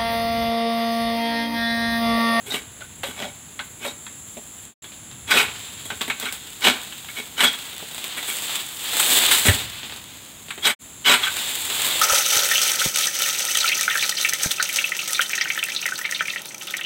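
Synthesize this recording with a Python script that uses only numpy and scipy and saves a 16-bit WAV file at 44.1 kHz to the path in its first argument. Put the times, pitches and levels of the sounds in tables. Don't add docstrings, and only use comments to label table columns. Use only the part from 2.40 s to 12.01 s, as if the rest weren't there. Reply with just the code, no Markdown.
import sys
import numpy as np
from scipy import signal
from scipy.fft import irfft
from scipy.io import wavfile

SR = 44100
rng = np.random.default_rng(int(sys.argv[2]) if len(sys.argv) > 2 else 0)


def unload_wav(signal):
    wavfile.write(
        sys.argv[1],
        SR,
        np.round(np.clip(np.atleast_2d(signal).T, -1, 1) * 32767).astype(np.int16),
    )


N = 423801

# hz, density_db (per Hz)
STALK = [(60, -67.5), (100, -19), (223, -8), (430, -6), (521, -13), (795, -2), (1070, -4.5), (1500, -1.5),
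         (2950, -3), (3890, -3.5), (5690, -30), (7980, -2), (11000, -12), (13800, -9), (15700, -22)]
# hz, density_db (per Hz)
LEAF = [(59, -42), (100, -31), (137, -20), (193, -18), (313, -12), (521, -13.5), (671, -12.5), (2390, -4),
        (3570, 2), (5690, -18.5), (7650, -2.5), (10100, -11), (13500, -10.5), (15700, -7.5)]
# pitch_hz, width_hz, level_db
RINGS = [(254, 22, 3), (417, 40, 5.5), (577, 43, -4), (800, 130, -8.5), (1220, 58, -11.5), (1530, 92, -1),
         (1955, 170, -31), (2246, 61, 3.5), (2473, 92, -10.5), (2790, 110, -24), (2974, 140, -0.5),
         (3290, 74, -0.5), (3750, 150, 1), (4740, 95, -11)]
# fade_out_s, silent_s, fade_in_s, full_s
FADES = [(2.26, 2.342, 2.42, 2.425), (8.305, 8.351, 8.39, 8.425)]
SPLITS_HZ = 850, 5600


def amp(db):
    return 10 ** (np.asarray(db) / 20)


def evened(x):
    return x / np.sqrt(np.mean(x ** 2) + 1e-20)


def add(mix, s, sound):
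    part = mix[..., round(s * SR):][..., :sound.shape[-1]]
    part += sound[..., :part.shape[-1]]


def curves(rows):
    s, *columns = np.transpose(rows)
    return [np.interp(np.arange(N) / SR, s, column) for column in columns]


def parts(points):
    hz = np.fft.rfftfreq(4096, 1 / SR)
    f, db = np.transpose(points)
    gain = amp(np.interp(np.log(hz + 1), np.log(f + 1), db))
    above_bass, above_middle = (1 / (1 + (edge / (hz + 1)) ** 12) for edge in SPLITS_HZ)
    responses = []
    for power in (1 - above_bass, above_bass - above_middle, above_middle):
        log_gain = np.log(gain * np.sqrt(abs(power)) + 1e-5)
        mirrored = np.r_[log_gain, log_gain[-2:0:-1]]
        phase = signal.hilbert(mirrored).imag[:len(hz)]
        taps = irfft(np.exp(log_gain - 1j * phase))[:2048]
        responses.append(taps / np.linalg.norm(taps))
    return responses


def colour(drives, points):
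    return sum(signal.oaconvolve(x, taps)[:N] for x, taps in zip(drives, parts(points)))


def ring(x, hz, width):
    r = np.exp(-np.pi * width / SR)
    poles = [1, -2 * r * np.cos(2 * np.pi * hz / SR), r * r]
    return signal.lfilter([1, 0, -1], poles, x) * np.sqrt(1 - r)


def wander(per_s):
    knots = rng.standard_normal(4000)
    return np.interp(np.arange(N) / SR * per_s, np.arange(len(knots)), knots)


def crackle(per_s, spread_db, smooth):
    size = amp(spread_db * np.minimum(rng.exponential(1, N), 5)) * rng.standard_normal(N)
    snap_train = evened(size * (rng.random(N) < per_s / SR))
    return evened(snap_train + smooth * rng.standard_normal(N))


def passages(x):
    return np.split(x, [round(times[2] * SR) for times in FADES])


def air():
    # hz, density_db (per Hz)
    wash_spectrum = [(24, -8), (40, -5), (248, -1.5), (475, -11), (3590, -15), (5780, -31), (6550, -3.5),
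                     (7420, -4.5), (9060, -15), (10300, -6.5), (11900, -19), (15700, -9.5)]
    # start_s, level_db
    rumble = [(0.0, -48.5), (2.09, -53), (2.3, -57), (2.86, -45.5), (5.89, -68), (7.31, -44), (7.87, -55),
              (9.61, -50)]
    noise = rng.standard_normal((2, N))
    wash_db = np.array([[-48.5], [-49], [-48]]) + 0.27 * wander(12.0)
    wash = colour(amp(wash_db) * noise[0], wash_spectrum)
    low = evened(ring(ring(noise[1], 85, 90), 85, 90))
    return wash + amp(curves(rumble)[0] + 1.6 * wander(16)) * low


def insects():
    # start_s, lower_band_db, upper_band_db
    chorus = [(0, -43.5, -50.5), (2.1, -41.5, -50), (3.5, -40, -48), (5.4, -53, -66), (7.9, -54, -76),
              (8.38, -42, -58), (8.4, -43.5, -51.5), (9.61, -36, -56)]
    # centre_hz, width_hz (of each of the two resonances)
    bands = [(7400, 640), (10300, 1000)]
    out = 0
    for db, (hz, width) in zip(curves(chorus), bands):
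        band = ring(ring(rng.standard_normal(N), hz, width), hz, width)
        out = out + amp(db - 0.5 + 1.1 * wander(2.8)) * evened(band)
    return out


def effort():
    # full_force_s, rise_s, hold_s, force_db, bass_share_db, treble_share_db, bite_pitch_hz
    pull_table = [(0.07, 0.028, .04, -36, -5, 4, 810), (0.146, 0.042, 0.0098, -26.5, -10, 1, 3750),
                  (0.633, 0.012, 0.07, -35.5, -5, 2, 3020), (0.77, 0.026, .02, -34.5, -10, -6, 1530),
                  (0.817, 0.049, .03, -29.5, -3, -9, 585), (1.452, 0.068, 0.024, -28.5, -2.5, -1, 2520),
                  (2.876, .012, 0.022, -28.5, -7.5, -5, 2000), (2.908, 0.021, 0.11, -14, -12, -5.5, 2370),
                  (3.815, 0.027, 0.073, -29, -18.5, -8, 1585), (4.247, 0.044, 0.04, -14, -9.5, -5, 3050),
                  (4.77, 0.035, 0.023, -29.5, -10, -1, 3550), (5.01, 0.051, 0.012, -15.5, -12.5, -3, 2950),
                  (5.035, 0.012, 0.0074, -15, -10.5, -4.5, 3300),
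                  (5.769, 0.013, 0.0068, -27.5, -7.5, 2, 2080), (5.88, 0.014, 0.014, -27.5, -13, 7.5, 3450),
                  (6.915, 0.024, 0.019, -17, -14, 7.5, 3630), (7.062, 0.018, 0.011, -16.5, -9.5, 5.5, 3280),
                  (8.255, 0.043, .022, -16.5, -14.5, -2, 3220), (8.3, .015, 0.0065, -24, -14, -6, 2110),
                  (8.666, 0.03, 0.037, -12.5, -13, -6, 3050), (8.718, .02, 0.016, -12, -15, -6, 2000),
                  (8.828, 0.023, 0.026, -22.5, -30, -3.5, 3320)]
    bite_start_db, let_go_db_per_s = -22.5, 335
    force, bite_hz = np.zeros((3, N)), np.zeros(N)
    for s, rise, hold, db, bass_db, treble_db, hz in pull_table:
        t = np.arange(-rise, hold + 40 / let_go_db_per_s, 1 / SR)
        rise_db = bite_start_db * np.maximum(-t / rise, 0)
        fall_db = let_go_db_per_s * np.maximum(t - hold, 0)
        level = amp(db + rise_db - fall_db) * signal.windows.tukey(len(t), .25)
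        add(force, s + t[0], level * amp([[bass_db], [0], [treble_db]]))
        bite_hz[round((s + t[0]) * SR):][:len(t)] = hz
    return force, bite_hz


def shaken():
    shake_db = [-30.5, -18.5, -46]
    settle_s = 0.28
    keep = np.exp(-1 / (settle_s * SR))
    force = effort()[0][1]
    motion = [signal.lfilter([1 - keep], [1, -keep], x) for x in passages(force)]
    return np.outer(amp(shake_db), np.concatenate(motion))


def leaves():
    # start_s, level_db, treble_level_db
    rustle = [(0.0, -54.5, -59.5), (1.9, -57.5, -52), (2.3, -49, -53), (2.8, -52.5, -59), (3.2, -41, -48),
              (4.7, -44.5, -44.5), (5.45, -39.5, -44), (5.74, -35.5, -41), (5.95, -31, -33),
              (6.17, -29.5, -34), (6.24, -36, -40.5), (6.42, -33, -35.5), (6.6, -20, -26.5),
              (6.78, -16, -20.5), (6.89, -16.5, -25), (6.98, -20.5, -22.5), (7.03, -25.5, -28),
              (7.14, -27, -30), (7.3, -38, -45), (8.2, -51.5, -50.5), (8.66, -49.5, -54),
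              (8.82, -30, -39.5), (9.07, -30.5, -34), (9.38, -26.5, -31), (9.46, -24, -28),
              (9.61, -23, -31.5)]
    db, treble_db = curves(rustle)
    clumps_db = 0.52 * wander(14) + 1.3 * wander(63)
    brush = crackle(per_s=1600, spread_db=1.0, smooth=2.6) * amp(clumps_db)
    crack_hits = abs(crackle(per_s=120, spread_db=-7.0, smooth=0))
    crack_level = evened(signal.lfilter([1], [1, -.985], crack_hits))
    cracks = crack_level * rng.standard_normal(N) * np.array([[.2], [.25], [.5]])
    cracks[2] += 0.18 * crackle(per_s=50, spread_db=1.5, smooth=0)
    sway_db = 1.1 * np.array([wander(9.0), wander(6.5), wander(8.2)])
    level = amp([db - 15.5, db + .1, treble_db + 5.5]) + shaken()
    return colour(level * amp(sway_db) * (brush + cracks), LEAF)


def snaps():
    # start_s, peak_db, treble_share_db
    snap_table = [(2.52, -25, -12), (2.713, -25.5, -9), (3.615, -7.5, -5), (3.799, -16.5, 6),
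                  (3.925, -15.5, 5.5), (4.45, -28, -14), (4.646, -22, -14), (5.189, -18.5, -1),
                  (5.403, -21, -12), (5.512, -21, -1), (5.546, -22, 6), (5.58, -15, -1), (5.642, -14.5, 2),
                  (5.828, -13, -18), (5.986, -15, -1), (6.022, -17, 3), (6.095, -15, -8), (6.54, -28, 1),
                  (6.569, -9.5, 5), (6.629, -8, 4), (7.188, -14, 0), (7.431, -14, -38), (7.497, -17.5, -26),
                  (7.523, -16.5, -18), (7.561, -20, -4), (8.084, -21, -16.5), (8.962, -19, 6),
                  (8.986, -23, -9), (9.207, -21, 8), (9.301, -9, -6), (9.408, -19, -13), (9.448, -6.5, 0)]
    out, t = np.zeros((3, N)), np.arange(3000) / SR
    for s, db, treble_db in snap_table:
        decay = amp(-60 * t / 0.0066) + amp(-7.5 - 60 * t / 0.18)
        tick = decay * rng.standard_normal(len(t))
        add(out, s, tick * amp(db + np.array([[-12], [0], [treble_db]])))
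    return amp(-9) * colour(out, LEAF)


def thuds():
    # start_s, level_db, pitch_hz, length_cycles
    thud_table = [(7.084, -4, 90.7, 3.3), (7.142, -21, 92, 2.5), (7.179, -33, 129, 3)]
    out = np.zeros(N)
    for s, db, hz, cycles in thud_table:
        turns = np.arange(0, cycles, hz / SR)
        angle = 2 * np.pi * (turns - .4)
        wave = np.sin(angle) - 0.11 * np.sin(3 * angle)
        edges = np.minimum(turns / 0.17, 1) * np.minimum((cycles - turns) / .6, 1)
        add(out, s, amp(db - 3.0 * turns) * wave * edges)
    landing_s, t = thud_table[0][0], np.arange(SR) / SR
    hum = evened(ring(rng.standard_normal(SR), 95, 60))
    add(out, landing_s, amp(-27 - 60 * t / 0.56) * hum)
    crush = evened(ring(rng.standard_normal(SR), 160, 210))
    crush_level = amp(-15 - 60 * t / 0.22) * np.minimum(t / 0.021, 1)
    add(out, landing_s - .035, crush_level * crush)
    return out


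def knocks():
    # start_s, peak_db, struck_pitch_hz, bass_share_db, treble_share_db
    knock_table = [(0.119, -15, 3770, -7.5, -8), (0.14, -11.5, 2820, -8, -9), (0.406, -26, 860, -9, -26),
                   (0.414, -25.5, 1540, -10, -29), (0.633, -7, 557, -29, -15), (0.822, -19, 1930, -4, -22),
                   (1.191, -11.5, 3470, -25, -27), (1.197, -18, 1530, -16, -27),
                   (1.449, -14, 597, -23, -16), (1.665, -19.5, 3440, -36, -20), (1.969, -26.5, 580, 1, -5),
                   (2.442, -24.5, 3170, -19, -9), (2.915, 0, 1490, -31, -16), (2.972, -2, 2460, -27, -4),
                   (3.454, -24, 3290, -8, 4), (3.502, -12, 1464, -11, -15),
                   (3.517, -20.5, 1480, -3.5, -42.5), (3.609, -8, 3520, -12, -16),
                   (3.678, -17, 2040, -6, -2), (3.699, -5, 2370, -21, -15), (3.825, -14.5, 3250, -7, -11),
                   (3.855, -12.5, 1580, -19, -7), (4.243, -4.5, 3080, -36, -8), (4.27, 4, 2130, -11, -22),
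                   (4.523, -23, 2890, -36, -7), (4.686, -20.5, 2290, -21, -12), (4.979, -23, 2270, -9, -12),
                   (5.005, -2.5, 2900, -21.5, -8), (5.039, -1.5, 3250, -46, -3.5),
                   (5.134, -15.5, 3320, -37, -15), (5.424, -32, 527, 8, -8), (5.776, -14, 2040, -16.5, -6),
                   (6.598, -6.5, 1460, -26, 5), (6.912, 0.5, 3030, -43, -8), (7.05, -3.5, 3840, -17, -7),
                   (7.084, 2, 2034, -9.5, -7), (8.105, -12, 2156, -53, -10.5), (8.177, -19, 1820, -6, -9),
                   (8.247, -11, 3280, -26, -22), (8.268, 1.5, 3570, -19, -7.5), (8.304, -8, 2040, -27, -6),
                   (8.664, -27, 3040, -17, -24), (8.695, 5.5, 3620, -18, -12), (8.739, 4.5, 1620, -29, -10),
                   (8.832, -6.5, 3280, -32, -20), (8.869, -8.5, 1540, -35, -23),
                   (8.965, -12.5, 4500, -25, -8)]
    blade_hz, blade_width_hz, blade_db = 3350, 9, -25
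    blow, modes = np.zeros((3, N)), np.zeros((len(RINGS), N))
    t, centres = np.arange(6000) / SR, np.array(RINGS)[:, 0]
    for s, db, hz, bass_db, treble_db in knock_table:
        spray_level, crack_level = amp(db - 60 * t / 0.1), amp(db + 4.0 - 60 * t / 0.0041)
        attack = np.minimum(t / 0.0011, 1)
        burst = (spray_level + crack_level) * attack * rng.standard_normal(len(t))
        add(blow, s, burst * amp([[bass_db], [0], [treble_db]]))
        near = np.exp(-(np.log(centres / hz) / 0.045) ** 2)
        near += .5 * amp(bass_db) * (centres < SPLITS_HZ[0])
        add(modes, s, burst * near[:, None])
    rings = sum(ring(x, hz, width) for x, (hz, width, _) in zip(modes, RINGS))
    blade_drive = modes[np.argmin(abs(centres - blade_hz))]
    rings += amp(blade_db) * ring(blade_drive, blade_hz, blade_width_hz)
    return amp(-12.0) * colour(blow, STALK), amp(-9) * rings


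def pulls():
    force, bite_hz = effort()
    tear = crackle(per_s=3000, spread_db=3.0, smooth=1.0) * amp(0.99 * wander(150))
    rings = np.zeros(N)
    for hz, width, db in RINGS:
        near_db = 13.2 * np.exp(-(np.log((bite_hz + 1) / hz) / 0.069) ** 2)
        part_force = force[int(hz > SPLITS_HZ[0])]
        drive = part_force * tear * amp(near_db + 6.8 * wander(35))
        rings += amp(db - 15.0) * ring(drive, hz, width)
    return amp(-5.0) * colour(force * tear, STALK), rings


def grove(x):
    taps = np.zeros(SR // 2)
    slots = np.arange(400, len(taps) - 20, 20)
    taps[slots + rng.integers(0, 20, len(slots))] = rng.choice([-1., 1.], len(slots))
    hz, t, z = signal.stft(taps, SR, nperseg=256)
    t60 = np.interp(hz, [300, 3000, 12000], [.4, .45, .25])
    tail = signal.istft(z * amp(-60 * t / t60[:, None]), SR, nperseg=256)[1]
    tail = tail / np.linalg.norm(tail)
    return np.concatenate([signal.oaconvolve(part, tail)[:len(part)] for part in passages(x)])


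def scene():
    tearing, pull_rings = pulls()
    blows, knock_rings = knocks()
    broad, tonal = tearing + blows + snaps(), pull_rings + knock_rings
    echo = amp(-12) * grove(broad + 0.44 * tonal)
    return (broad + tonal + echo + thuds() + leaves() + insects() + air())[None]


def record(dry):
    t, gain = np.arange(N) / SR, np.ones(N)
    for times in FADES:
        gain = gain * np.interp(t, times, [1, 0, 0, 1])
    thin = signal.sosfilt(signal.butter(3, 50, "high", fs=SR, output="sos"), dry)
    faded = 0.85 * np.tanh(thin / 1.125) * gain
    band_limit = signal.firwin(511, 15800, window=("kaiser", 9), fs=SR)
    return signal.oaconvolve(faded, band_limit[None], "same")


dry = scene()
out = record(dry)
unload_wav(out)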